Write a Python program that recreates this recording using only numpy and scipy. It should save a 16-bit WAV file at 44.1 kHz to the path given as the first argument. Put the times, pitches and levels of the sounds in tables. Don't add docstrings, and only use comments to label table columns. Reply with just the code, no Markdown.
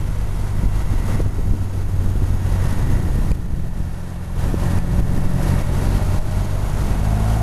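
import sys
import numpy as np
from scipy import signal
from scipy.fft import rfft, irfft
from scipy.io import wavfile
from scipy.ndimage import uniform_filter1d

SR = 44100
rng = np.random.default_rng(int(sys.argv[2]) if len(sys.argv) > 2 else 0)


def master(y):
    cut = np.clip(np.atleast_2d(y).T, -1, 1)
    pcm = np.round(cut * 32767)
    wavfile.write(sys.argv[1], SR, pcm.astype(np.int16))


N = 327222
TIME = np.arange(N) / SR
BINS = np.fft.rfftfreq(N, 1 / SR)

# time in seconds, level in dB of the exhaust's upper orders; the valves follow.
ENGINE_LOAD = [(0, -46), (1.2, -39), (2.5, -38), (3.6, -41.5), (4.3, -36), (4.8, -40), (5.6, -35.5),
               (6.4, -41), (7.42, -38.5)]
# start in seconds, force in dB, length of the push in seconds,
# seconds the sound stays low afterwards.
MIC_GUSTS = [(0.657, 3.5, 0.0043, 0.013), (0.822, 3.5, 0.0063, 0.02), (0.935, 2.5, 0.0033, 0.083),
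             (1.153, 3, 0.0052, 0.065), (1.213, 7.5, 0.0075, 1.152), (1.262, 8.5, 0.0027, .05),
             (1.393, 6.5, 0.0028, .05), (1.509, 9, 0.0055, 0.065), (2.304, 2.5, 0.0029, 0.051),
             (2.831, 2, 0.004, 0.022), (2.967, 2, 0.003, 0.33), (3.314, 8.5, 0.0032, 1.01),
             (3.537, 6.5, 0.0033, .05), (3.802, 5, 0.0045, .03), (4.457, 4.5, 0.0025, 0.09),
             (4.785, 5.5, 0.0066, 0.074), (4.998, 6.5, 0.0068, 0.04), (5.174, 4.5, 0.005, 0.036),
             (5.254, 4.5, 0.0091, 0.017), (5.615, 3.5, 0.0067, 0.041), (6.186, 5.5, 0.013, 0.053),
             (6.96, 2, 0.0038, 0.029), (7.367, 1.5, 0.0016, .025)]


def gain_of(db):
    return 10 ** (np.asarray(db) / 20)


def unit_rms(x):
    return x / np.sqrt(np.mean(x ** 2) + 1e-20)


def curves(rows):
    seconds, *columns = np.transpose(rows)
    return [np.interp(TIME, seconds, column) for column in columns]


def envelope(rows):
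    return gain_of(curves(rows)[0])


def gain_at(spectrum, frequency):
    points, db = np.transpose(spectrum)
    return gain_of(np.interp(np.log(frequency + 1), np.log(points + 1), db))


def coloured(x, spectrum):
    return unit_rms(irfft(rfft(x) * gain_at(spectrum, BINS), N))


def noise():
    return rng.standard_normal(N)


def wander(rate_hz):
    return unit_rms(irfft(rfft(noise()) / (1 + (BINS / rate_hz) ** 2), N))


def steadied(x, samples):
    power = uniform_filter1d(uniform_filter1d(x ** 2, samples), samples)
    return x / np.sqrt(power + 1e-9)


def resonate(x, hz, width_hz):
    carrier = np.exp(2j * np.pi * np.cumsum(hz * np.ones(N)) / SR)
    pole = np.exp(-np.pi * width_hz / SR)
    return 2 * (carrier * signal.lfilter([1 - pole], [1, -pole], x / carrier)).real


def noise_band(hz, width_hz):
    return unit_rms(resonate(resonate(noise(), hz, width_hz), hz, width_hz))


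def strokes(turns, decay):
    return np.exp(-(turns % 1) / decay)


def exhaust_drone(turns, speed, waver=0.06):
    # centre in Hz, width in Hz, gain in dB.
    resonances = [(46.3, 4, -24.5), (54.5, 7, -16.5), (87, 7, -21), (94.5, 6.5, -16), (108, 9, -14),
                  (134, 15, -29), (157, 16, -38), (176, 16, -27.5), (214, 14, -31.5), (266, 20, -44),
                  (356, 55, -45)]
    # crank order, level in dB with the throttle shut, change in dB at full throttle.
    orders = [(1, 0, 0), (2, .5, -4.5), (3, 0, 9), (4, 0, 5.5), (5, -11, 9), (8, -5.5, 6), (9, -1, -2)]
    # time in seconds, throttle from 0 to 1.
    opening = [(0, 0.9), (.6, 0.38), (1.3, 0), (3.7, 0.16), (4.5, 0.35), (5.7, 0.83), (6.4, 0.82),
               (7.42, 0.98)]
    # time in seconds, gain of the drone in dB.
    levels = [(0, -3), (.6, -.5), (1.5, -1), (2.3, 2), (2.7, -2), (3.5, -4), (4.2, 0), (4.8, -1), (5.5, -1),
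              (6.1, -3), (6.6, -2), (7, 0), (7.42, -2.5)]
    throttle = np.clip(curves(opening)[0], 0, 1)
    drone = np.zeros(N)
    for order, shut_db, open_db in orders:
        boom_power = sum((gain_of(db) / (1 + (2 * (order * speed - hz) / width) ** 2)) ** 2
                         for hz, width, db in resonances)
        level = np.sqrt(boom_power) * gain_of(shut_db + open_db * throttle) * (1 + waver * wander(15))
        drone += level * np.sqrt(2) * np.cos(2 * np.pi * (order * turns + rng.random()))
    return envelope(levels) * drone


def exhaust_note(turns, roughness=0.12, uneven_db=-9, panel_db=3):
    # crank order, relative level in dB.
    spectrum = [(3.5, 7), (5, -1.5), (6, -2.5), (7, -2), (8, 3), (9, -5.5), (10, -0.5), (11, -2),
                (12, -7.5), (13, -16), (14, -3), (15, -8), (17, -11.5), (19, -5.5), (20, -11.5), (21, -9.5),
                (22, -11), (26, -14), (30, -23), (36, -19), (45, -38)]
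    stack = np.zeros(N)
    for order in np.arange(7, 91) / 2:
        level = gain_at(spectrum, order) * gain_of(uneven_db if order % 1 else 0)
        stack += level * np.cos(2 * np.pi * (order * turns + rng.random()))
    stack += gain_of(panel_db) * resonate(stack, hz=930, width_hz=40)
    return envelope(ENGINE_LOAD) * unit_rms(stack * (1 + roughness * wander(25)))


def drive_whine(turns, upper_db=-7, flutter_rad=0.41, slack_rad=0.65, rattle_hz=30):
    # time in seconds, level in dB.
    levels = [(0, -75), (3.2, -49), (4.6, -41), (5.6, -41.5), (6.3, -38), (6.85, -49.5), (7.15, -40),
              (7.42, -39)]
    whine = np.zeros(N)
    for order, db in ((12.8, 0), (16.76, upper_db)):
        phase = 2 * np.pi * order * turns + flutter_rad * wander(9.3) + slack_rad * wander(rattle_hz)
        whine += gain_of(db) * np.cos(phase) * (1 + 0.35 * wander(rattle_hz))
    return envelope(levels) * unit_rms(whine)


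def gear_mesh(turns, teeth=(40, 43), second_db=-3, slack_rad=1.2):
    # time in seconds, level in dB.
    levels = [(0, -57), (.7, -52), (1.1, -44), (1.5, -51), (2.2, -51), (2.6, -46), (3.2, -47), (3.7, -47.5),
              (4.2, -46.5), (4.7, -44.5), (5.5, -46), (6.2, -55), (7.42, -56)]
    jolts = 0.97 + strokes(turns / 2, decay=0.093) + 0.5 * strokes(turns, decay=0.18)
    first, second = (np.cos(2 * np.pi * count * turns + slack_rad * wander(76)) for count in teeth)
    mesh = first + gain_of(second_db) * second
    return envelope(levels) * unit_rms(uniform_filter1d(jolts, size=60) * mesh)


def valves(turns, relative_db=-9):
    # centre in Hz, width in Hz, relative level in dB.
    head_modes = [(1903, 185, 11.5), (2210, 110, 12), (2737, 160, 7), (3240, 76, -4), (3800, 75, 5),
                  (4600, 720, -8), (8880, 340, 0.5), (10170, 240, 4), (11240, 800, 1)]
    chatter = noise() * (1 + 0.63 * strokes(turns, decay=0.61))
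    ring = sum(gain_of(db) / (1 + 2j * (BINS - hz) / width) ** 2 for hz, width, db in head_modes)
    return envelope(ENGINE_LOAD) * gain_of(relative_db) * unit_rms(irfft(rfft(chatter) * ring, N))


def intake(turns, honk_hz=690, width_hz=150, rasp=0.84):
    # crank order, relative level in dB.
    orders = [(10, -1), (11, -1), (12, -6), (12.5, -6), (13, -5), (13.5, 1), (14, -6), (14.5, -5), (15, -3)]
    # time in seconds, level in dB.
    levels = [(0, -78), (5, -48), (6, -45), (6.8, -48), (7.12, -36), (7.42, -34)]
    buzz = sum(gain_of(db) * np.cos(2 * np.pi * (order * turns + rng.random()) + 0.44 * wander(12))
               for order, db in orders)
    air = noise() * (0.27 + strokes(turns, decay=0.81))
    gulps = unit_rms(buzz) + rasp * unit_rms(resonate(air, honk_hz, 2 * width_hz))
    return envelope(levels) * unit_rms(resonate(gulps, honk_hz, width_hz))


def wind(rumble_db=-17, buffet_db=-24, rush_db=-35.5, hiss_db=-43.5, hiss_follow=0.93):
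    # time in seconds, rumble gain in dB, buffet gain in dB.
    turbulence = [(0, -2.5, -6), (.17, -4, -8), (.33, -3.5, -6.5), (.52, -5, -4.5), (.65, 0, 0),
                  (.8, -1, -6), (.98, 3, 0.5), (1.1, -3, -1), (1.33, 0.5, 4.5), (1.45, 6.5, 8.5),
                  (1.65, 0.5, 2.5), (1.95, 6.5, 4.5), (2.2, 6.5, 6.5), (2.6, -2.5, -2), (3.05, 2, 2.5),
                  (3.7, 4.5, 2.5), (3.92, -1, -5.5), (4.1, -3, -7.5), (4.32, 0.5, -3.5), (4.48, 2.5, 5.5),
                  (4.68, -4, -0.5), (5.05, 4, 4), (5.45, -3, 1), (6.25, -2.5, -0.5), (6.55, -5, -8.5),
                  (6.92, -2, 1), (7.05, -5, -5), (7.42, -9, -5)]
    # time in seconds, strength of the headwind in dB.
    headwind = [(0, -5), (.55, -4), (.95, -0.5), (1.12, 1), (1.9, 1), (2.3, 3.5), (2.48, 1.5), (2.6, 0.7),
                (2.76, -0.5), (3.2, -1.5), (3.6, -2), (4.28, 1), (4.45, 4), (4.57, 3), (4.73, 1),
                (4.97, -0.5), (5.2, 0.5), (5.65, 1.5), (5.82, 2), (6.25, 1), (6.5, -3), (6.95, 1.5),
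                (7.17, -0.5), (7.3, 3.5), (7.42, 0.5)]
    # frequency in Hz, relative density in dB.
    rumble_colour = [(3, -12), (10, 4), (25, 0.5), (45, -2.5), (70, -11.5), (110, -13), (180, -22.5),
                     (400, -64)]
    buffet_colour = [(25, -3), (70, 3.5), (130, 1), (200, -4), (300, -9), (450, -18.5), (800, -27),
                     (2000, -47)]
    rush_colour = [(120, -5), (300, -1.5), (480, -0.5), (650, 0), (950, 0), (1200, -4), (1450, -3.5),
                   (1700, -8.5), (2050, -14), (2500, -13), (4000, -25), (8000, -31.5)]
    hiss_colour = [(800, 4.5), (2000, -5.5), (3200, 4), (4300, 2.5), (5300, 2), (6200, 3), (6650, 1.5),
                   (7200, 1), (8400, 0), (10200, 1), (11500, -0.5), (13000, -4), (14000, -27), (15000, -22)]
    large_db, medium_db = curves(turbulence)
    headwind_db, = curves(headwind)
    eddies, swirl = wander(57), wander(13)
    rumble = steadied(coloured(noise(), rumble_colour), samples=3500)
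    buffet = steadied(coloured(noise() * gain_of(2.8 * eddies), buffet_colour), samples=4000)
    rush = coloured(noise() * gain_of(0.22 * eddies + 0.5 * swirl), rush_colour)
    hiss = coloured(noise() * gain_of(0.79 * eddies + 0.88 * swirl + wander(250)), hiss_colour)
    return (rumble * gain_of(large_db + rumble_db)
            + buffet * gain_of(medium_db + buffet_db)
            + rush * gain_of(headwind_db + rush_db)
            + hiss * gain_of(hiss_follow * headwind_db + hiss_db))


def gust_thumps(level_db=-16, rise=0.34, lowpass_hz=700):
    pressure = np.zeros(N)
    age = np.arange(6000) / SR
    for start_s, force_db, length_s, _ in MIC_GUSTS:
        progress, start = age / length_s, round(start_s * SR)
        push = (1 - np.exp(-progress / rise)) ** 2 * (1 - progress / 2) * np.exp(-progress / 2)
        thump = gain_of(level_db + force_db) * push / push.max()
        pressure[start:start + len(age)] += thump[:N - start]
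    return signal.sosfilt(signal.butter(2, lowpass_hz, fs=SR, output="sos"), pressure)


def vortex_knocks(span_cycles=0.34):
    # time in seconds, peak in dB, pitch in Hz.
    vortices = [(.637, -20, 220), (.657, -17, 260), (.941, -20, 260), (1.198, -14.5, 270),
                (1.204, -10.5, 410), (1.262, -14.5, 260), (1.302, -24, 330), (1.385, -24, 380),
                (1.538, -15, 230), (2.042, -21, 250), (2.077, -20, 230), (2.157, -18, 310),
                (2.222, -16, 270), (2.955, -17, 170), (3.311, -13, 150), (3.317, -17.5, 410),
                (3.802, -25.5, 310), (4.543, -9.5, 330), (5.007, -16.5, 260), (5.178, -16.5, 270),
                (5.301, -18, 250), (6.954, -18, 270)]
    pressure = np.zeros(N)
    for peak_s, peak_db, hz in vortices:
        cycles = hz * (TIME - peak_s)
        pressure += gain_of(peak_db) * np.cos(2 * np.pi * cycles) / (1 + (cycles / span_cycles) ** 2)
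    return pressure


def gust_dips(start_s=0.0045, full_s=0.007, recovery_db_per_s=40.5):
    drop_db = np.zeros(N)
    for gust_s, force_db, _, hold_s in MIC_GUSTS:
        lift_s = full_s + hold_s
        end_s = lift_s + force_db / recovery_db_per_s
        shape = np.interp(TIME - gust_s, [start_s, full_s, lift_s, end_s], [0, 1, 1, 0])
        drop_db = np.maximum(drop_db, force_db * shape)
    return gain_of(-drop_db)


def pumping(dips_per_s=9, depth_db=0.76, recovery_db_per_s=14):
    drops = depth_db * rng.uniform(0.5, 2.5, N) * (rng.random(N) < dips_per_s / SR)
    recovery = TIME * recovery_db_per_s
    drop_db = uniform_filter1d(np.maximum.accumulate(drops + recovery) - recovery, size=100)
    return gain_of(drop_db.mean() - drop_db)


def bodywork_clacks():
    # start in seconds, level in dB.
    jolts = [(3.317, -31.5), (4.787, -36)]
    # frequency in Hz, relative level in dB, seconds to fade by 60 dB.
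    panel_modes = [(2450, 4.5, 0.014), (4760, -3, 0.015), (7360, -7, .014), (9700, -2, .01)]
    clacks = np.zeros(N)
    for start_s, level_db in jolts:
        age = np.maximum(TIME - start_s, 0)
        for hz, db, t60 in panel_modes:
            clacks += gain_of(level_db + db - 60 * age / t60) * np.sin(2 * np.pi * hz * age)
    return clacks


def fairing_rasp():
    # time in seconds, level in dB.
    levels = [(0, -74), (5.4, -70), (5.85, -53), (6.1, -55), (6.45, -57), (6.7, -68), (7.42, -70)]
    return envelope(levels) * noise_band(hz=4300, width_hz=900)


def breathy_whistle():
    # time in seconds, level in dB.
    levels = [(0, -70), (.9, -58), (1.3, -54), (2.2, -54), (2.7, -57), (4, -62), (5.3, -62), (6.3, -58),
              (7.42, -60)]
    return envelope(levels) * noise_band(hz=6640, width_hz=260)


def steady_whistle():
    # frequency in Hz, level in dB.
    partials = [(799.5, -64.5), (3198, -67)]
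    return sum(gain_of(db) * np.sqrt(2) * np.cos(2 * np.pi * hz * TIME + 0.32 * wander(4.8))
               for hz, db in partials)


def scene():
    # time in seconds, crank turns per second.
    crank_speed = [(0, 49.43), (.3, 49.43), (.9, 49), (1.2, 48.3), (1.8, 47.3), (2.7, 46.04), (3.3, 44.92),
                   (3.9, 44.24), (4.2, 43.99), (4.8, 43.96), (5.1, 44.39), (5.4, 45.21), (5.7, 46.13),
                   (6.3, 48.18), (6.6, 49.19), (6.9, 50.4), (7.2, 53), (7.42, 55.08)]
    speed, = curves(crank_speed)
    turns = np.cumsum(speed * (1 + 0.0015 * wander(15))) / SR
    exhaust = exhaust_drone(turns, speed) + exhaust_note(turns)
    engine = exhaust + drive_whine(turns) + gear_mesh(turns) + valves(turns) + intake(turns)
    ride = engine + wind() + fairing_rasp() + steady_whistle() + breathy_whistle()
    blows = gust_thumps() + vortex_knocks() + bodywork_clacks()
    return (ride * gust_dips() * pumping() + blows)[None]


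def record(dry, threshold=0.54, release_db_per_s=70, band_limit_hz=14500):
    over_db = 20 * np.log10(np.maximum(abs(dry[0]) / threshold, 1))
    release = TIME * release_db_per_s
    held_db = np.maximum.accumulate(over_db + release) - release
    duck_db = uniform_filter1d(uniform_filter1d(held_db, size=200), size=200)
    lowpass = signal.firwin(255, band_limit_hz, window=("kaiser", 9), fs=SR)
    return signal.oaconvolve(dry / gain_of(duck_db), lowpass[None], "same")


dry = scene()
out = record(dry)
master(out)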